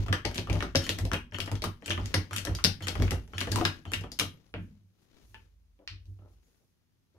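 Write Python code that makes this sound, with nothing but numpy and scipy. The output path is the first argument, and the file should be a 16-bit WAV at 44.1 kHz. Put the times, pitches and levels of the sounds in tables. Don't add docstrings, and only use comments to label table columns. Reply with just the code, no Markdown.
import sys
import numpy as np
from scipy import signal
from scipy.fft import rfft, irfft, next_fast_len
from scipy.io import wavfile
from scipy.ndimage import uniform_filter1d

SR = 44100
rng = np.random.default_rng(int(sys.argv[2]) if len(sys.argv) > 2 else 0)


def boost(x):
    u = np.asarray(x, float) / 20
    return 10 ** u


def dump_mix(stems):
    frames = np.atleast_2d(stems).T
    limited = np.clip(frames, -1, 1)
    pcm = np.round(limited * 32767).astype(np.int16)
    wavfile.write(sys.argv[1], SR, pcm)


N = 316623

# (pitch [Hz], level [dB per Hz])
AIR_COLOUR = [(25, -19.5), (100, -1.5), (280, -15), (569, -27.5), (6500, -31), (7600, -39), (11500, -33),
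              (16000, -39)]
AIR_DB = -75
# (pitch [Hz], time to fade 60 dB [s])
SHOP_FADE = [(100, 0.69), (420, 0.14), (1100, 0.24), (2900, 0.24), (7700, 0.19), (15000, 0.22)]

# (pitch [Hz], wander [Hz])
BENCH_MODES = [(52, 3), (74, 5), (96, 4)]
# (pitch [Hz], width [Hz], level [dB])
RATTLE_MODES = [(159, 16, 5.5), (233, 41, -3.5), (267, 39, -3.5), (305, 24, -3.5)]
# (time [s], level [dB], hold [s] if it lasts)
HEAVES = [(0, -33.5), (0.266, -42), (.51, -32.5, 0.033), (0.67, -43), (1.03, -33, 0.028),
          (1.54, -44.5, .08), (2.01, -38), (2.5, -33), (3.0, -27.5, 0.027), (3.5, -40.5, 0.039),
          (3.9, -52, .2), (4.56, -47.5), (5.25, -62.5, 0.48), (5.9, -53.5, 0.24), (6.25, -62, 0.14)]
HEAVE_RISE, HEAVE_FALL = 360, 100
# (time [s], level [dB], hold [s] if it lasts)
JOLTS = [(0, -27.5, 0.023), (.11, -23.5), (0.279, -31.5), (.4, -32.5), (.51, -26.5, 0.068), (0.776, -24),
         (0.905, -38.5, .05), (1.029, -27, 0.019), (1.14, -30.5), (1.35, -34.5), (1.42, -36.5, 0.032),
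         (1.53, -28, 0.017), (1.68, -32), (1.9, -35.5, .16), (2.17, -27, 0.017), (2.33, -40, 0.11),
         (2.5, -30.5, .03), (2.66, -30, 0.045), (2.83, -39.5, .12), (3.0, -24.5, 0.058), (3.14, -28),
         (3.36, -39.5, 0.095), (3.52, -29.5, .05), (3.65, -31.5, .04), (3.88, -35), (3.97, -38, .05),
         (4.22, -42, 0.061), (4.56, -43, 0.077)]
JOLT_RISE, JOLT_FALL = 730, 300
# (time [s], level [dB], hold [s] if it lasts)
NUDGES = [
    (4.7, -60.5, 0.16),
    (5.3, -61.5, 0.14),
    (5.925, -43, 0.02),
    (6.09, -43.5, .02),
    (6.2, -52.5, 0.046),
    (7.17, -62.5),
]
NUDGE_RISE, NUDGE_FALL = 600, 144

# (time [s], level [dB], hold [s] if it lasts)
RUBS = [(0, -46), (.6, -48.5), (1.0, -50.5), (2, -51.5, 0.21), (2.45, -56, .15), (3.05, -43), (3.597, -38),
        (3.95, -69, 0.51), (4.65, -76, 0.13), (5.03, -72), (5.19, -63), (5.3, -72, .15), (6.2, -77, 0.38),
        (7.18, -77)]
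RUB_RISE, RUB_FALL, STILL_DB = 98, 120, -86.5
# (pitch [Hz], level [dB per Hz])
RUB_COLOUR = [(150, 2), (350, 0), (700, -11), (1400, -14), (4000, -15), (6500, -19.5), (8000, -29.5),
              (16000, -32.5)]

# (time [s], level [dB], pitch [Hz])
TICKS = [(.043, -50, 6200), (.435, -52, 12000), (.513, -44, 1400), (.56, -46, 2500), (2.618, -52, 9000),
         (3.012, -50, 7000), (3.123, -44, 5000), (.82, -50, 11000), (.866, -46, 13000), (1.052, -46, 11500),
         (1.313, -51, 5500), (1.476, -52, 11000), (1.815, -54, 5500), (1.962, -48, 10000),
         (2.011, -41, 5000), (2.131, -46, 5200), (2.305, -52, 5000), (2.553, -48, 11000),
         (2.94, -52, 10000), (2.978, -54, 9500), (3.035, -42, 5200), (3.328, -52, 5500), (3.367, -46, 5000),
         (3.373, -44, 9000), (4.022, -48.5, 5200), (5.345, -53, 4960), (6.36, -72, 2800),
         (6.545, -70, 1500), (6.548, -70, 3900)]

FRAME_HZ = [1210, 1350, 1633, 1758, 2800, 3204, 3820, 4730, 5310]
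LIFT = [(0.3125, -33.5, 1490, -5.5, -14.5), (0.345, -30, 2500, -29.5, -4),
        (0.3577, -24.5, 3560, -10.5, -13.5), (0.8198, -29.5, 1800, -10, -10), (0.841, -27, 3140, -39, -3.5),
        (0.8658, -25.5, 1800, -10.5, -11), (1.3225, -39, 1770, -2.5, -27),
        (1.3453, -25.5, 3130, -15.5, -29), (1.8231, -40, 1810, -2.5, -22), (1.86, -26.5, 7850, -17.5, -14),
        (2.31, -33.5, 1210, -5, -21), (2.3317, -26.5, 1380, -24.5, -16.5), (2.8063, -35.5, 1830, -7, -25),
        (2.8232, -32, 3130, -10, -10.5), (3.2775, -49, 6360, -7.5, -15), (3.3348, -35.5, 1420, -6.5, -30),
        (3.853, -37.5, 1340, -4, -21)]
TOP = [(0.375, -33.5, 6700, -7, -2), (0.38, -19, 2600, -10, -8.5), (0.8923, -11, 3720, -18, -11),
       (1.3856, -24.5, 1360, -8, -7), (1.403, -17.5, 2880, -26, -10.5), (1.8793, -26.5, 2140, -10, -18),
       (1.897, -27.5, 6400, -3, 9.5), (1.9053, -17, 2840, -29, -15), (1.914, -22, 3000, -29, -24),
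       (2.3627, -20.5, 3150, -26, -13.5), (2.3822, -21.5, 6600, -16, -13.5), (2.8703, -21, 1950, -16, -18),
       (2.883, -15.5, 3700, -15.5, -12.5), (3.3813, -18.5, 3350, -24.5, -15.5),
       (3.4058, -18, 3900, -24, -10.5), (3.4125, -18.5, 2200, -13, -15), (3.9181, -28.5, 2040, -9, -20),
       (3.9355, -15, 2750, -20, -14)]
TURN = [(0.4721, -34, 1210, -7.5, -22.5), (0.4982, -23, 2442, -2.5, -10), (0.9868, -26, 1700, -8, -9),
        (1.4597, -32.5, 1320, -9, -5), (1.4761, -31, 1640, -3.5, -27), (1.5155, -31, 1050, -1, -11.5),
        (1.9771, -27, 1210, -5.5, -32), (2.4509, -22.5, 1900, -15, -4.5), (2.471, -25.5, 1709, -6, -27),
        (2.9535, -30, 1208, -5, -21), (2.9996, -33.5, 1430, 2.5, -21.5), (3.472, -27, 1673, -3.5, -21.5),
        (3.5172, -22, 2400, -19, -2), (3.5205, -20, 5000, -14, -2), (4.01, -39, 2000, -4.5, -2),
        (4.0382, -36, 1204, 2.5, -23.5)]
PUSH = [(0.063, -34.5, 1030, -5.5, -14), (0.0831, -30, 1420, -8, -23), (0.529, -26, 3000, -6, -6),
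        (0.5551, -30.5, 1210, -0.5, -16.5), (1.052, -30, 2400, -2, -7), (1.5544, -30.5, 4500, -23, -12.5),
        (2.0577, -29.5, 6600, -23, -9), (2.5503, -27.5, 5060, -23, -5.5),
        (2.587, -35.5, 1360, -24.5, -20.5), (3.022, -20.5, 2000, -3.5, -7.5), (3.0798, -28, 1540, -12, -30),
        (3.5588, -14.5, 1000, -20, -6.5), (3.612, -24, 1220, -5, -18.5), (4.1177, -32, 4850, -12, -3)]
BOTTOM = [(0.1274, -14.5, 1700, -10, -16), (0.2491, -23.5, 1880, -9, -31), (0.2522, -15.5, 5230, -13, -11),
          (.6058, -25.5, 1860, -12.5, -19.5), (.625, -19.5, 1450, -9.5, -12), (0.7499, -19, 1700, -6, -21),
          (0.7563, -10, 5300, -15, -8), (1.1163, -18, 1530, -11, -15.5), (1.1334, -20, 1500, -9, -11),
          (1.1425, -23, 2600, -20, -21), (1.6204, -26, 4180, -8, -6), (1.6398, -19, 1210, -8.5, -9.5),
          (2.1415, -13, 1900, -9, -9), (2.1447, -12.5, 5240, -20.5, -9.5), (2.6408, -8, 5200, -18, -2),
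          (2.647, -7.5, 5000, -16.5, -10.5), (3.1076, -21, 2930, -17, -10.5), (3.1181, -25, 1430, 0, -16),
          (3.6517, -11.5, 1680, -17.5, -6), (4.1897, -19, 3000, -24, -7), (4.197, -10.5, 2900, -24, -8),
          (4.2103, -26.5, 1210, -8, -9)]
RELEASE = [
    (4.5401, -34, 1800, 0, -32),
    (5.345, -39.5, 2600, -20, -18),
    (5.7901, -64, 2130, 7, -20),
    (5.8768, -37, 3300, -33, -8),
    (6.0555, -60, 3370, -10, 0),
    (6.189, -63, 1430, 6.5, -26),
]
FIZZ_DB = (-4.5, -6.5, -5.5, -7.5, -11, -12)
# (time [s], top end change [dB])
SHRILL = [(.38, -5), (.498, -10), (1.86, 6), (1.905, -6), (2.332, 8), (2.363, 10), (2.87, 8), (3.108, 10),
          (3.559, 4), (3.652, -8), (3.918, 13), (4.19, 9), (4.197, 5)]

# (start [s], end [s], level [dB])
SLIDES = [
    (.33, 0.377, -57),
    (0.83, 0.868, -43),
    (1.331, 1.37, -50.5),
    (1.836, 1.93, -53.5),
    (2.317, 2.37, -51),
    (2.819, 2.862, -45.5),
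    (3.336, 3.41, -56),
    (3.862, 3.92, -60.5),
]
# (pitch [Hz], width [Hz], level [dB])
PLUNGER_BANDS = [(1346, 70, -11), (2078, 150, -16), (3106, 90, 0), (4296, 80, -6), (5658, 90, -13),
                 (6740, 100, -12)]

# (pitch [Hz], level [dB], time to fade 60 dB [s])
HANDLE_MODES = [(9512, 0, .13), (10455, 0, .14), (11230, -4, .07), (12010, -8, .1), (12670, -8, .12),
                (14850, 0, .11)]
# (time [s], level [dB])
HANDLE_BLOWS = [(.347, -56), (.757, -56), (1.14, -71), (1.344, -71), (1.39, -68), (1.622, -61), (1.64, -58),
                (1.862, -65), (2.143, -64), (2.363, -60), (2.646, -48), (2.824, -66), (3.382, -60),
                (3.655, -58.5), (4.197, -60)]

# (start [s], end [s], level [dB])
SCUFFS = [
    (0.46, 0.587, -43),
    (2.428, 2.576, -47.5),
    (3.566, 3.64, -43),
    (5.783, 5.86, -66.5),
    (6.19, 6.348, -66),
    (6.601, 6.661, -76.5),
    (7.136, 7.194, -67.5),
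]

# (time [s], pitch [Hz], level [dB], time
# to fade 60 dB [s])
RINGS = [(.7505, 549, -26, .15), (.7505, 598, -29, .12), (.7505, 781, -31, .08), (2.331, 5650, -48, .12),
         (2.364, 3500, -42, .08), (2.551, 4850, -41, .06), (2.587, 1360, -42, .1), (3.56, 980, -30, .12),
         (3.584, 980, -31, .09), (3.611, 318, -25, .1), (3.617, 711, -30, .09), (3.652, 5000, -21, .02),
         (3.936, 2756, -35, .08), (4.118, 4850, -46, .06), (4.118, 6750, -51, .06), (4.21, 1210, -33, .05)]
# (start [s], length [s], pitch [Hz], level [dB])
GROANS = [(.895, .05, 517, -43), (3.522, .03, 1660, -41), (3.558, 0.055, 747, -39), (3.56, .05, 330, -36),
          (4.545, 0.15, 190, -42), (4.55, .1, 1590, -63), (5.79, .07, 560, -62), (6.199, .12, 1300, -76),
          (6.47, .05, 450, -74), (6.599, .07, 450, -76.5), (6.43, .1, 6600, -84)]

# (time [s], pitch [Hz], level [dB])
WHISTLE_UP = [
    (3.2, 10400, -90),
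    (3.25, 10900, -80),
    (3.31, 11500, -80),
    (3.37, 11300, -82),
]
# (time [s], pitch [Hz], level [dB])
WHISTLE_DOWN = [
    (3.728, 11790, -86),
    (3.746, 11690, -77),
    (3.8, 10365, -82),
    (3.815, 10200, -99),
    (3.82, 11800, -99),
    (3.832, 11375, -80),
    (3.86, 9900, -84),
]
# (time [s], pitch [Hz], level [dB])
WHISTLE_LAST = [
    (4.30, 11560, -99),
    (4.33, 11100, -78),
    (4.36, 11600, -78),
    (4.38, 12000, -88),
    (4.44, 11660, -96),
    (4.46, 10820, -85),
    (4.50, 10800, -84),
    (4.54, 10500, -86),
    (4.56, 10500, -96),
]
# (time [s], level [dB])
HISS = [(4.45, -95), (4.63, -78), (4.8, -95), (4.95, -97), (5.03, -80), (5.1, -90), (5.3, -73), (5.4, -81),
        (5.55, -97), (6.0, -95), (6.09, -82), (6.25, -92), (6.33, -80), (6.4, -90), (6.47, -80), (6.7, -87),
        (6.8, -100)]

# (time [s], level [dB], lower pitch [Hz], upper pitch [Hz], time to fade 60 dB [s])
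CLACKS = [
    (4.5404, -45, 1700, 2500, .24),
    (5.3445, -59, 1730, 2700, .15),
    (5.8763, -43, 2620, 4350, .22),
]
# (pitch [Hz], level [dB], time to fade 60 dB [s])
VALVE_MODES = [(883, -1, .11), (1572, -8, .08), (1733, 0, .12), (2729, -7, .05)]
VALVE_S, VALVE_DB = 5.344, -51

# (pitch [Hz], level [dB])
LEFT_TREBLE = [(4000, 0), (9000, 2)]
LEFT_LEAD = 6
EDGE_HZ, PEAK_EDGE_HZ, PEAK_DB = 15800, 16450, -23
# (start [s], end [s], edge [Hz])
TOP_LOST = [(.258, .275, 12500), (.395, .41, 15000), (.483, .525, 13500), (.6, .622, 12500),
            (.765, .80, 15100), (.872, .897, 13600), (1.042, 1.062, 13300), (1.118, 1.131, 12600),
            (1.335, 1.36, 13000), (1.36, 1.38, 15000), (1.518, 1.526, 13200), (1.6, 1.617, 13000),
            (1.845, 1.864, 13000), (1.905, 1.916, 13200), (1.916, 1.96, 14900), (2.038, 2.057, 13300),
            (2.315, 2.345, 12900), (2.37, 2.45, 14000), (2.458, 2.497, 12600), (2.552, 2.572, 13800),
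            (2.826, 2.865, 15000), (3.87, 3.9, 14800), (3.9, 3.935, 13300), (3.935, 3.958, 14500),
            (4.172, 4.188, 13500)]


def evened(x):
    return x / np.sqrt(np.mean(x ** 2) + 1e-20)


def read(points, hz):
    f, value = np.transpose(points)
    return np.interp(np.log(hz + 1), np.log(f + 1), value)


def curve(rows):
    s, *columns = np.transpose(rows)
    return [np.interp(np.arange(N) / SR, s, c) for c in columns]


def humps(rows, rise, fall):
    t = np.arange(0, N / SR + 1, .002)
    level = STILL_DB
    for s, db, *hold in rows:
        climb = rise * np.maximum(s - t, 0)
        sink = fall * np.maximum(t - s - abs(sum(hold)), 0)
        level = np.maximum(level, db - climb - sink)
    return np.interp(np.arange(N) / SR, t, level)


def add(mix, s, sound):
    part = mix[..., round(s * SR):][..., :sound.shape[-1]]
    part += sound[..., :part.shape[-1]]


def strokes(rows, taper):
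    strength = np.zeros(N)
    for start, end, db in rows:
        add(strength, start, boost(db) * signal.windows.tukey(round((end - start) * SR), taper))
    return strength


def coloured(x, points):
    size = next_fast_len(x.shape[-1])
    gain = boost(read(points, np.fft.rfftfreq(size, 1 / SR)))
    return irfft(rfft(x, size) * gain, size)[..., :x.shape[-1]]


def resonate(x, hz, width):
    r = np.exp(-np.pi * width / SR)
    if np.ndim(hz) == 0:
        return 2 * signal.lfilter([1 - r], [1, -r * np.exp(2j * np.pi * hz / SR)], x).real
    turn = np.exp(2j * np.pi * np.cumsum(hz) / SR)
    return 2 * (turn * signal.lfilter([1 - r], [1, -r], x / turn)).real


def ring(modes, t, spread_db, luck):
    hz, db, t60 = np.transpose(modes)[:, :, None]
    share, phase = luck[:, :len(modes), None]
    fading = boost(db + spread_db * share - 60 * t / np.minimum(t60, .3))
    return (fading * np.sin(2 * np.pi * hz * t + phase)).sum(0)


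def sides(left_db, right_db):
    return boost([[left_db], [right_db]])


def placed(x, pan_db, same):
    left = np.roll(x[0], -LEFT_LEAD)
    right = same * x[0] + np.sqrt(1 - same ** 2) * x[1]
    return np.array([left, right]) * sides(pan_db / 2, -pan_db / 2)


def room_air():
    noise = coloured(rng.standard_normal((2, N)), AIR_COLOUR)
    return boost(AIR_DB) * evened(placed(noise, .5, 0.17))


def bench():
    rock_db = humps(HEAVES, HEAVE_RISE, HEAVE_FALL)
    jolt_db = humps(JOLTS, JOLT_RISE, JOLT_FALL)
    nudge_db = humps(NUDGES, NUDGE_RISE, NUDGE_FALL)
    boom_db = np.maximum(jolt_db, nudge_db)
    shake_db = np.maximum(jolt_db, nudge_db - 6.5)
    out = np.zeros((2, N))
    for (hz, wander_hz), db in zip(BENCH_MODES, (rock_db, rock_db - 4.5, boom_db)):
        drift = uniform_filter1d(uniform_filter1d(rng.standard_normal((2, N)), 1800), 1800)
        drift = drift / drift.std()
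        turns = np.cumsum(hz + wander_hz * drift, axis=1) / SR
        tone = np.sin(2 * np.pi * turns) * boost(0.88 * drift[::-1])
        out += boost(db) * evened(placed(tone, -0.57, 0.94))
    rattle = np.array([sum(boost(db) * resonate(resonate(n, hz, w), hz, 4 * w) for hz, w, db in RATTLE_MODES)
                       for n in rng.standard_normal((2, N))])
    return out + boost(1.062 * shake_db - 10.5) * evened(placed(rattle, 0.7, 1.0))


def rubbing():
    slips = evened(uniform_filter1d(rng.standard_normal(N), 200))
    flicker = boost(2.5 * slips + 2.2 * rng.exponential(1, N))
    grain = coloured(flicker * rng.standard_normal((2, N)), RUB_COLOUR)
    return boost(humps(RUBS, RUB_RISE, RUB_FALL) + 3) * evened(placed(grain, 9.1, 0.38))


def pin_ticks():
    out, t = np.zeros((2, N)), np.arange(400) / SR
    for s, db, hz in TICKS:
        tick = np.sin(2 * np.pi * hz * t) * t * hz * np.exp(-t * hz / 1.5)
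        add(out, s, boost(db) * tick * sides(4.5, -1.5))
    return out


def shop(x):
    out = np.zeros((2, N))
    for k in range(3):
        taps = np.zeros((2, SR // 2))
        at = np.arange(180, SR // 2 - 20, 14) + rng.integers(0, 14, (2, 1561))
        np.put_along_axis(taps, at, rng.choice([-1., 1.], at.shape), 1)
        hz, t, z = signal.stft(taps, SR, nperseg=256)
        z[1, hz < 450] = z[0, hz < 450]
        fading = boost(-60 * t / read(SHOP_FADE, hz)[:, None])
        tail = signal.istft(z * fading, SR, nperseg=256)[1]
        turn = np.sqrt(2 / 3) * np.cos(2 * np.pi * (np.arange(N) / SR * 3 + k / 3))
        out += signal.oaconvolve(x * turn, tail / np.linalg.norm(tail[0]), axes=1)[:, :N]
    return out


def steel_knock(hz, bright_db, fizz_db, after, noise):
    rise = 1 - np.exp(-after / .0002)
    chatter = 4.5 * evened(uniform_filter1d(noise[2], size=50))
    clang = noise[:2] * rise * (boost(-60 * after / .006) + boost(-13 - 60 * after / .07 + chatter))
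    frame = [(f, -25 - 7 * abs(np.log2(f / hz)), .05) for f in FRAME_HZ]
    clang = clang + ring(frame, after, 3, noise[2:]) * rise
    clang = clang + np.array([resonate(c, hz, .3 * hz) for c in clang])
    low_db = -7.0 * np.log2(hz / 1200)
    clang = coloured(clang, [(500, low_db - 25.5), (1000, low_db - 3.5), (1600, -8.5), (3200, -7.5),
                             (4000, bright_db), (5800, min(bright_db, fizz_db + 9.5)), (7200, fizz_db),
                             (12500, fizz_db - 5.0), (16000, fizz_db - 21.0)])
    crack = np.sin(2 * np.pi * hz * after) * boost(-60 * after / .007) * (1 - np.exp(-(after * hz) ** 2))
    return clang / abs(clang[0]).max() + boost(-7) * crack


def bench_thud(after, noise):
    swell = (1 - np.exp(-after / 0.0015)) * boost(-60 * after / 0.13)
    thud = coloured(noise * swell, [(100, -7.0), (200, 0.5), (500, -4.0), (900, -10.5), (1800, -43.0),
                                    (5000, -77)])
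    return thud / abs(thud[0]).max()


def knocks():
    out, t = np.zeros((2, N)), np.arange(-128, 6000) / SR
    after = np.maximum(t, 0)
    chance = rng.standard_normal((4, N + len(t)))
    for rows, top_db in zip((LIFT, TOP, TURN, PUSH, BOTTOM, RELEASE), FIZZ_DB):
        for s, db, hz, thud_db, bright_db in rows:
            noise = chance[:, round(s * 1000) * SR // 1000:][:, :len(t)]
            fizz_db = bright_db + top_db + sum(extra for at, extra in SHRILL if abs(at - s) < .003)
            steel = steel_knock(hz, bright_db, fizz_db, after, noise)
            thud = bench_thud(after, noise[2:])
            add(out, s + t[0], boost(db) * placed(steel, 4.95 + 0.65 * noise[0, 0], 0.081))
            add(out, s + t[0], boost(db + thud_db) * placed(thud, 0.67, 0.93))
    return out


def plunger():
    song = evened(sum(boost(db) * evened(resonate(rng.standard_normal(N), hz, w)) for hz, w, db in PLUNGER_BANDS))
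    return song * strokes(SLIDES, .3) * sides(2.5, -2.5)


def handle_rings():
    out, t = np.zeros((2, N)), np.arange(9000) / SR
    chance = rng.standard_normal((2, N))
    for s, db in HANDLE_BLOWS:
        luck = chance[:, round(s * 100) * 400:]
        tone = ring(HANDLE_MODES, t, 5, luck) * np.minimum(t / .001, 1)
        add(out, s, boost(db) * tone * sides(3.5, -3.5))
    return out


def scuffs():
    slips = boost(4.0 * np.minimum(rng.exponential(1, N), 4)) * (rng.random(N) < 1500 / SR)
    grit = coloured(slips * rng.standard_normal((2, N)), [(150, -24.5), (300, 7.5), (600, 0.0), (1300, -12.5),
                                                          (2200, -26), (5000, -46.5)])
    return strokes(SCUFFS, .6) * evened(placed(grit, 1.4, 0.93))


def part_rings():
    out, t = np.zeros((2, N)), np.arange(9000) / SR
    for s, hz, db, t60 in RINGS:
        pair = np.sin(2 * np.pi * hz * t) + .4 * np.sin(2 * np.pi * 1.025 * hz * t)
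        add(out, s, boost(db - 60 * t / t60) * np.minimum(t * hz, 1) * pair * sides(2.5, -2.5))
    return out


def groans():
    out = np.zeros((2, N))
    for s, length, hz, db in GROANS:
        noise = rng.standard_normal((2, round(length * SR)))
        u = np.linspace(0, 1, noise.shape[1])
        width = 30 + .07 * hz
        tone = np.array([resonate(resonate(c, hz, width), hz, 2 * width) for c in noise])
        swell = np.minimum(u / .06, 1) * np.sqrt(1 - u)
        add(out, s, boost(db - 12 * u ** 2) * swell * evened(placed(tone, 2.5, 0.89)))
    return out


def oil():
    t, breathy, whistle = np.arange(N) / SR, rng.standard_normal(N), 0
    for rows, width in ((WHISTLE_UP, 500), (WHISTLE_DOWN, 45), (WHISTLE_LAST, 40)):
        hz, db = curve(rows)
        sounding = (t > rows[0][0]) * (t < rows[-1][0])
        whistle = whistle + boost(db) * sounding * evened(resonate(breathy, hz, width))
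    hiss = evened(coloured(rng.standard_normal((2, N)), [(3000, -14), (6600, -5), (7500, -14), (10800, -7),
                                                         (13000, -10), (16000, -17.5)]))
    return whistle + boost(curve(HISS)[0] + 3.0) * hiss * (t > HISS[0][0]) * (t < HISS[-1][0])


def clacks():
    out, t = np.zeros((2, N)), np.arange(9000) / SR
    after = np.maximum(t - .01, 0)
    for s, db, low_hz, high_hz, t60 in CLACKS:
        fading = boost(3.0 - 60 * after / 0.013) + boost(-60 * after / t60)
        burst = rng.standard_normal((2, len(t))) * fading * np.minimum(after / .0005, 1)
        ping = sum(np.sin(2 * np.pi * hz * after) for hz in (low_hz, high_hz))
        ping = ping * boost(12 - 60 * after / .005) * np.minimum(after / .0002, 1)
        colour = [(0.14 * low_hz, -30), (.5 * low_hz, -9), (low_hz, 0), ((low_hz + high_hz) / 2, -1),
                  (high_hz, -2), (1.3 * high_hz, -7), (1.5 * high_hz, -24), (16000, -48)]
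        add(out, s - t[441], boost(db + 8) * placed(coloured(burst, colour) + ping, 2.2, 0.52))
    return out


def release_screw():
    out, t = np.zeros((2, N)), np.arange(12000) / SR
    luck = rng.standard_normal((2, len(VALVE_MODES)))
    add(out, VALVE_S, boost(VALVE_DB) * ring(VALVE_MODES, t, 0, luck) * sides(1.5, -1.5))
    return out


def scene():
    jack = knocks() + release_screw() + plunger() + scuffs()
    jack = np.array([coloured(jack[0], LEFT_TREBLE), jack[1]])
    jack = jack + pin_ticks() + handle_rings() + part_rings() + groans() + clacks()
    rest = room_air() + bench() + rubbing() + oil()
    return jack + boost(-3.5) * shop(jack) + rest


def low_pass(x):
    return signal.sosfilt(signal.butter(12, 16470, fs=SR, output="sos"), x)


def record(dry):
    hz, t, z = signal.stft(dry, SR, nperseg=512)
    treble_db = 10 * np.log10((abs(z[:, hz > 1000]) ** 2).sum((0, 1)) + 1e-12)
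    edge = np.where(treble_db > PEAK_DB, PEAK_EDGE_HZ, EDGE_HZ)
    for start, end, edge_hz in TOP_LOST:
        edge[(t > start) & (t < end)] = edge_hz
    mix = signal.istft(z * (hz[:, None] < edge), SR, nperseg=512)[1][:, :N]
    return low_pass(mix)


dry = scene()
out = record(dry)
dump_mix(out)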